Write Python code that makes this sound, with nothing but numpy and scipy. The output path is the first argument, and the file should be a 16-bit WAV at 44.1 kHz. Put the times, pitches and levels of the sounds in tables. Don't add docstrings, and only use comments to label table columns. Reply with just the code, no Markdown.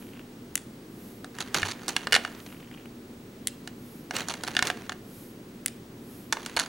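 import sys
import numpy as np
from scipy import signal
from scipy.fft import rfft, irfft, next_fast_len
from scipy.io import wavfile

SR = 44100
rng = np.random.default_rng(int(sys.argv[2]) if len(sys.argv) > 2 else 0)


def dump_mix(stems):
    frames = np.atleast_2d(stems).T
    limited = np.clip(frames, -1, 1)
    pcm = np.round(limited * 32767).astype(np.int16)
    wavfile.write(sys.argv[1], SR, pcm)


N = 294588

# start_s, level_db, wait until the rebound (wait_s)
SNAPS = [(0.5553, -27.5, 0.022), (3.4718, -29, .0096), (5.6608, -28, .0211)]
# frequency_hz, relative level_db
RATTLE = [(100, -50), (750, 9.5), (2100, 5.5), (2800, 3), (3600, 1.5), (4300, 7), (5200, -9), (6200, 4),
          (8000, -9), (10500, -5.5), (15000, -44)]

HIT_T = np.arange(SR // 10) / SR
COLLISIONS_PER_S = 400


def from_db(db):
    return 10 ** (np.asarray(db) / 20)


def rms_one(x):
    return x / np.sqrt(np.mean(x ** 2) + 1e-20)


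def at_hz(points, hz):
    table_hz, value = np.transpose(points)
    return np.interp(np.log(np.maximum(hz, 1)), np.log(table_hz), value)


def cut(x, hz, kind, order=2):
    return signal.sosfilt(signal.butter(order, hz, kind, fs=SR, output="sos"), x)


def noise(spectrum, size):
    padded = next_fast_len(size)
    phases = np.exp(2j * np.pi * rng.random(padded // 2 + 1))
    gain = from_db(at_hz(spectrum, np.fft.rfftfreq(padded, 1 / SR)))
    return rms_one(irfft(phases * gain, padded)[:size])


def add(track, s, sound):
    start = max(round(s * SR), 0)
    track[start:start + len(sound)] += sound[:max(N - start, 0)]


def burst(spectrum, t60):
    return noise(spectrum, len(HIT_T)) * from_db(-60 * HIT_T / t60)


def strike(modes, signs):
    spot_spread_db, detune = 3, .006
    hz, db, t60 = np.transpose(modes)[:, :, None]
    strength = signs * from_db(db + spot_spread_db * rng.standard_normal(hz.shape))
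    hz = hz * (1 + detune * rng.standard_normal(hz.shape))
    rings = np.sin(2 * np.pi * hz * HIT_T) * from_db(-60 * HIT_T / t60)
    return np.sum(strength * rings, axis=0)


def weigh(hit, body_db, edge_db):
    body_hz, edge_hz = 1300, 4500
    body = -cut(hit, body_hz, "low", order=6)
    middle = cut(cut(hit, body_hz, "high", order=6), edge_hz, "low", order=4)
    edge = cut(hit, edge_hz, "high", order=4)
    weighed = 0
    for part, db in ((body, body_db), (middle, 0), (edge, edge_db)):
        weighed = weighed + from_db(db) * part / np.std(part[:SR // 200])
    return weighed


def play(rows, hit):
    out = np.zeros(N)
    for s, db, body_db, edge_db in rows:
        add(out, s, from_db(db) * weigh(hit(s), body_db, edge_db))
    return out


def tray_hit(s):
    # frequency_hz, relative level_db, t60_s
    tray_modes = [(1433, -2, 0.03), (1648, 4.5, .028), (1780, 9.5, 0.025), (2170, 8, 0.024),
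                  (2874, 8.5, 0.025), (3400, 7, 0.014), (3570, 4, 0.018), (4310, 4.5, 0.012),
                  (7000, -3, 0.01)]
    # frequency_hz, relative level_db
    crack = [(80, -11), (400, -3.5), (800, 4), (1200, 1), (1700, 13.5), (4300, 5), (7500, 0), (11000, -6),
             (16000, -32)]
    # from_s, ring_hz
    walls = [(0, 755), (2.06, 1212), (2.1, 470), (2.2, 728), (6, 920)]
    wall_hz = [hz for start, hz in walls if start <= s][-1]
    modes = list(tray_modes) + [(wall_hz, -3, 0.036)]
    hit = strike(modes, signs=rng.choice([-1, 1], (len(modes), 1)))
    hit = hit + from_db(15.0) * burst(crack, t60=0.014)
    hit = hit + from_db(-4.0) * burst(crack, t60=0.071)
    return hit * (1 - np.exp(-HIT_T / 0.0003))


def bead_click(spectrum, t60):
    # lowest_hz, highest_hz
    ring_range = (2410, 7050)
    rise_s = 0.00042
    hz = ring_range[0] * (ring_range[1] / ring_range[0]) ** rng.random()
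    colour_db = at_hz(spectrum, hz) - max(db for _, db in spectrum)
    ring = np.sin(2 * np.pi * hz * HIT_T) * from_db(colour_db - 60 * HIT_T / t60)
    return (burst(spectrum, t60) + np.sqrt(2) * ring) * (1 - np.exp(-HIT_T / rise_s))


def knocking():
    # start_s, level_db, body_db (weight), edge_db (hardness)
    knocks = [(1.2443, -45.5, 6.5, 2), (1.3855, -37, -4, -4), (1.4046, -34.5, -2.5, 3),
              (1.5445, -23.5, -7, 0), (1.619, -34, -15, -3), (1.6298, -22, -6.5, -18.5),
              (1.7138, -38, -15, 2.5), (1.881, -39, 6, 12.5), (1.8893, -37.5, 0, 9),
              (1.9642, -20, -10.5, -6), (2.0701, -28.5, -0.5, -8.5), (2.1231, -18.5, -13, -5),
              (2.1295, -15.5, -12, -8), (2.1413, -18, -8, -4.5), (2.1502, -14.5, -25, -9),
              (2.1562, -25, -27, -6), (2.162, -18.5, -3.5, -8), (2.2489, -30.5, 1, -9),
              (2.2758, -45, 3, -6), (3.6748, -39, -5.5, -0.5), (4.1085, -33, 1.5, -4),
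              (4.1651, -29, -7, 1.5), (4.2848, -43, 9, 13.5), (4.3387, -36, -3.5, -0.5),
              (4.4354, -37.5, 4.5, 5.5), (4.4766, -35.5, 0, 1), (4.5504, -35.5, -2, -5),
              (4.5664, -17.5, -12.5, -12), (4.5906, -20.5, -9, -10), (4.6244, -21.5, -2.5, -3),
              (4.6705, -31.5, -17, 4), (4.7002, -24.5, -2, -10.5), (4.894, -32.5, 0, -4.5),
              (4.9198, -37.5, 0.5, -8), (6.3248, -25, 0, 2), (6.3295, -31, 0.5, 1),
              (6.3688, -38.5, 6.5, -17), (6.4609, -37.5, -3, 4.5), (6.565, -30.5, -2, 3),
              (6.5702, -24.5, 0.5, -5), (6.5966, -27, -10, 4.5), (6.6047, -34, -1, 0)]
    # start_s, level_db
    tick_table = [(1.4081, -35), (1.4133, -36), (1.4229, -39), (1.4747, -50), (1.563, -33), (1.5699, -33),
                  (1.5855, -39), (1.599, -42), (1.665, -39.5), (1.682, -41), (1.691, -43), (1.709, -40),
                  (1.7185, -35.5), (1.8925, -33), (4.185, -37), (4.2027, -44), (4.211, -54), (4.297, -35),
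                  (4.309, -41), (4.447, -41), (4.676, -35), (4.682, -38), (4.925, -46), (6.43, -46),
                  (6.496, -44), (6.577, -33), (6.5908, -27.5), (6.6084, -35), (6.616, -37), (6.629, -43),
                  (6.636, -39), (6.66, -41)]
    ticks = [(s, db, -8, -3) for s, db in tick_table]
    return play(knocks, tray_hit) + play(ticks, lambda s: bead_click(RATTLE, t60=0.018))


def grains(spectrum, per_s, count=40):
    size_spread_db = 25
    spots = rng.integers(0, count, round(per_s * N / SR))
    sounds = [bead_click(spectrum, t60=.009) for spot in range(count)]
    out = np.zeros(N)
    for spot, (when, size) in zip(spots, rng.random((len(spots), 2))):
        add(out, when * N / SR, from_db(size_spread_db * size) * sounds[spot])
    return rms_one(out)


def gesture(start, length, attack, release):
    out, t = np.zeros(N), np.arange(-attack, length + release, 1 / SR)
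    level_db = np.interp(t, [-attack, 0, length, length + release], [-60, 0, 0, -60])
    add(out, start - attack, from_db(level_db))
    return out


def stirring():
    # start_s, end_s
    visits = [(1.345, 2.4), (4.12, 4.86), (6.33, 6.682)]
    # start_s, length_s, rattle_db, rub_db
    shoves = [(1.55, 0.024, -28.5, -32.5), (1.643, 0.05, -36.5, -43), (1.885, 0.0096, -36.5, -37),
              (4.141, .015, -40, -35), (4.158, 0.049, -35, -36.5), (4.293, 0.017, -35, -44),
              (4.472, 0.021, -37, -41), (4.651, 0.02, -34, -34.5), (6.446, 0.0077, -42.5, -49),
              (6.576, 0.049, -40.5, -52)]
    rattle_attack_s, rattle_settle_s = .02, 0.15
    rub_attack_s, rub_release_s = 0.044, 0.2
    idle_db, idle_rub_db = -53.5, 2.5
    idle_collisions_per_s = 170

    idle = 0
    for start, end in visits:
        idle = idle + from_db(idle_db) * gesture(start, end - start, rattle_attack_s, rattle_settle_s)
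    rattle, rubbing = 0, from_db(idle_rub_db) * idle
    for s, length, rattle_db, rub_db in shoves:
        shove_rattle = from_db(rattle_db) * gesture(s, length, rattle_attack_s, rattle_settle_s)
        shove_rub = from_db(rub_db) * gesture(s, length, rub_attack_s, rub_release_s)
        rattle = np.maximum(rattle, shove_rattle)
        rubbing = np.maximum(rubbing, shove_rub)
    rub = noise([(50, -21), (140, -2.0), (420, -0.5), (620, -11), (1700, -6.0), (9000, -27)], N)
    dense = grains(RATTLE, COLLISIONS_PER_S)
    sparse = grains(RATTLE, idle_collisions_per_s)
    return rattle * dense + idle * sparse + rubbing * rub


def tray_thud(s, hz, db, t60):
    out, t = np.zeros(N), np.arange(SR // 4) / SR
    add(out, s, np.sin(2 * np.pi * hz * t) * from_db(db - 60 * t / t60))
    return out


def board_hit():
    # frequency_hz, relative level_db, t60_s
    modes = [(2060, -7, 0.012), (9700, 7, 0.0057)]
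    # frequency_hz, relative level_db
    crack = [(800, -34), (2000, -1.5), (3000, 7), (5200, -3), (7500, 9), (10500, 12), (13000, -8),
             (16000, -20)]
    spike = from_db(12.0) * burst(crack, t60=0.0021)
    shiver = from_db(2.0) * burst(crack, t60=0.013)
    return spike + shiver + strike(modes, signs=1)


def snapping():
    body_db, edge_db = -38, 6.5
    rebound_loss_db, rebound_dulling_db = 10, 5.5
    echo_s, echo_db = .0143, -23
    snaps = [(s, db, body_db, edge_db) for s, db, wait in SNAPS]
    rebounds = [(s + wait, db - rebound_loss_db, body_db, edge_db - rebound_dulling_db)
                for s, db, wait in SNAPS]
    out = play(snaps + rebounds, lambda s: board_hit())
    add(out, echo_s, from_db(echo_db) * out)
    return out


def spill():
    # frequency_hz, relative level_db
    crack = [(800, -29), (2000, 3.5), (4500, 1), (7500, 6), (10500, -4), (15000, -24)]
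    spill_db = 13
    out = np.zeros(N)
    for s, db, wait in SNAPS:
        add(out, s, from_db(db + spill_db) * burst(crack, t60=0.018))
    return out


def creaking():
    # start_s, level_db
    nudges = [(.0243, -40), (0.1347, -45), (.174, -44), (0.194, -39), (2.5025, -42), (2.526, -39),
              (2.5452, -45), (2.604, -41), (2.628, -44), (2.7137, -40), (2.857, -38)]
    # start_s, end_s
    fidgets = [(0.01, 0.225), (2.472, 2.848)]
    # frequency_hz, relative level_db
    creak = [(600, -6), (2000, -2.5), (3100, -0.5), (4000, -19), (9000, -23)]
    fidget_db = -58.5
    touch_s, touch_db = 2.463, -37.5
    t = np.arange(N) / SR
    fidgeting = sum((t > start) * (t < end) for start, end in fidgets)
    out = from_db(fidget_db) * grains(creak, COLLISIONS_PER_S) * fidgeting
    for s, db in nudges:
        add(out, s, from_db(db) * burst(creak, t60=0.015))
    add(out, touch_s, from_db(touch_db) * burst(RATTLE, t60=0.027))
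    return out


def arm():
    # peak_s, level_db
    swings = [(0.0, -58), (1.063, -56.5), (2.47, -57), (3.92, -57.5), (5.19, -54), (6.156, -56)]
    # frequency_hz, relative density_db per Hz
    swish = [(4000, 3), (9000, 6.5), (12300, 13.5), (16000, 0)]
    swing_sigma_s = 0.091
    t = np.arange(N) / SR
    level = sum(from_db(db) * np.exp(-((t - s) / swing_sigma_s) ** 2 / 2) for s, db in swings)
    return noise(swish, N) * level


def place(x, left_db, scatter_db):
    scatter_delay_s = .0005
    scatter = rng.standard_normal(len(HIT_T)) * from_db(-60 * HIT_T / 0.01) * (HIT_T > scatter_delay_s)
    scattered = signal.oaconvolve(x, scatter / np.linalg.norm(scatter))[:N]
    side = from_db(scatter_db) * scattered
    return x * from_db([[left_db / 2], [-left_db / 2]]) + side * [[1], [-1]]


def room(x, wet_db, width):
    # frequency_hz, t60_s
    fade = [(2000, 0.35), (6000, 0.27), (14000, 0.51)]
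    # frequency_hz, level_db
    colour = [(450, 12.5), (900, 4), (1600, 0.5), (3200, 2.5), (6000, -2), (14000, -2)]
    t = np.arange(int(.6 * SR)) / SR
    edges = np.geomspace(100, 17000, 11)
    response = 0
    for low, high in zip(edges, edges[1:]):
        hz = np.sqrt(low * high)
        mid, side = cut(rng.standard_normal((2, len(t))), [low, high], "band")
        tail_db = wet_db + at_hz(colour, hz) - 60 * t / at_hz(fade, hz)
        tail = from_db(tail_db) * (t > .012)
        response = response + (mid + width * side * [[1], [-1]]) * tail
    return signal.oaconvolve(x, response, axes=1)[:, :N]


def background(width_db):
    # frequency_hz, relative density_db per Hz
    air = [(20, -28), (60, -13.5), (107, -4.5), (158, -4), (228, 1), (388, -4.5), (642, -18), (976, -21.5),
           (2080, -26.5), (13900, -36.5), (16000, -48)]
    # pitch_hz, rms level_db
    hum = [(29.5, -66), (120, -63), (240, -54), (15734, -66.5)]
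    air_db = -45.5
    t = np.arange(N) / SR
    tones = 0
    for hz, db in hum:
        tones = tones + np.sqrt(2) * from_db(db) * np.sin(2 * np.pi * (hz * t + rng.random()))
    side = cut(noise(air, N), [550, 5000], "band") * from_db(width_db)
    return from_db(air_db) * (noise(air, N) + side * [[1], [-1]]) + tones


def scene():
    thud = tray_thud(1.625, hz=97.0, db=-32.0, t60=0.17)
    tray = place(knocking() + stirring() + thud, left_db=-2.0, scatter_db=-15.5)
    creaks = creaking()
    board = place(snapping() + creaks, left_db=0.5, scatter_db=-16.0)
    walls = room(tray + creaks + spill(), wet_db=-47.0, width=0.22)
    return tray + board + walls + arm() + background(width_db=-4.0)


def record(dry):
    # frequency_hz, side gain_db
    side_gain = [(180, -5.5), (380, -6), (700, 1), (9000, 3), (15000, -1)]
    headroom = .9
    cutoff_hz = 16400
    mid, side = (dry[0] + dry[1]) / 2, (dry[0] - dry[1]) / 2
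    gain = from_db(at_hz(side_gain, np.fft.rfftfreq(N, 1 / SR)))
    side = irfft(rfft(side) * gain, N)
    rounded = headroom * np.tanh((mid + side * [[1], [-1]]) / headroom)
    return signal.sosfilt(signal.ellip(10, .1, 90, cutoff_hz, fs=SR, output="sos"), rounded)


dry = scene()
out = record(dry)
dump_mix(out)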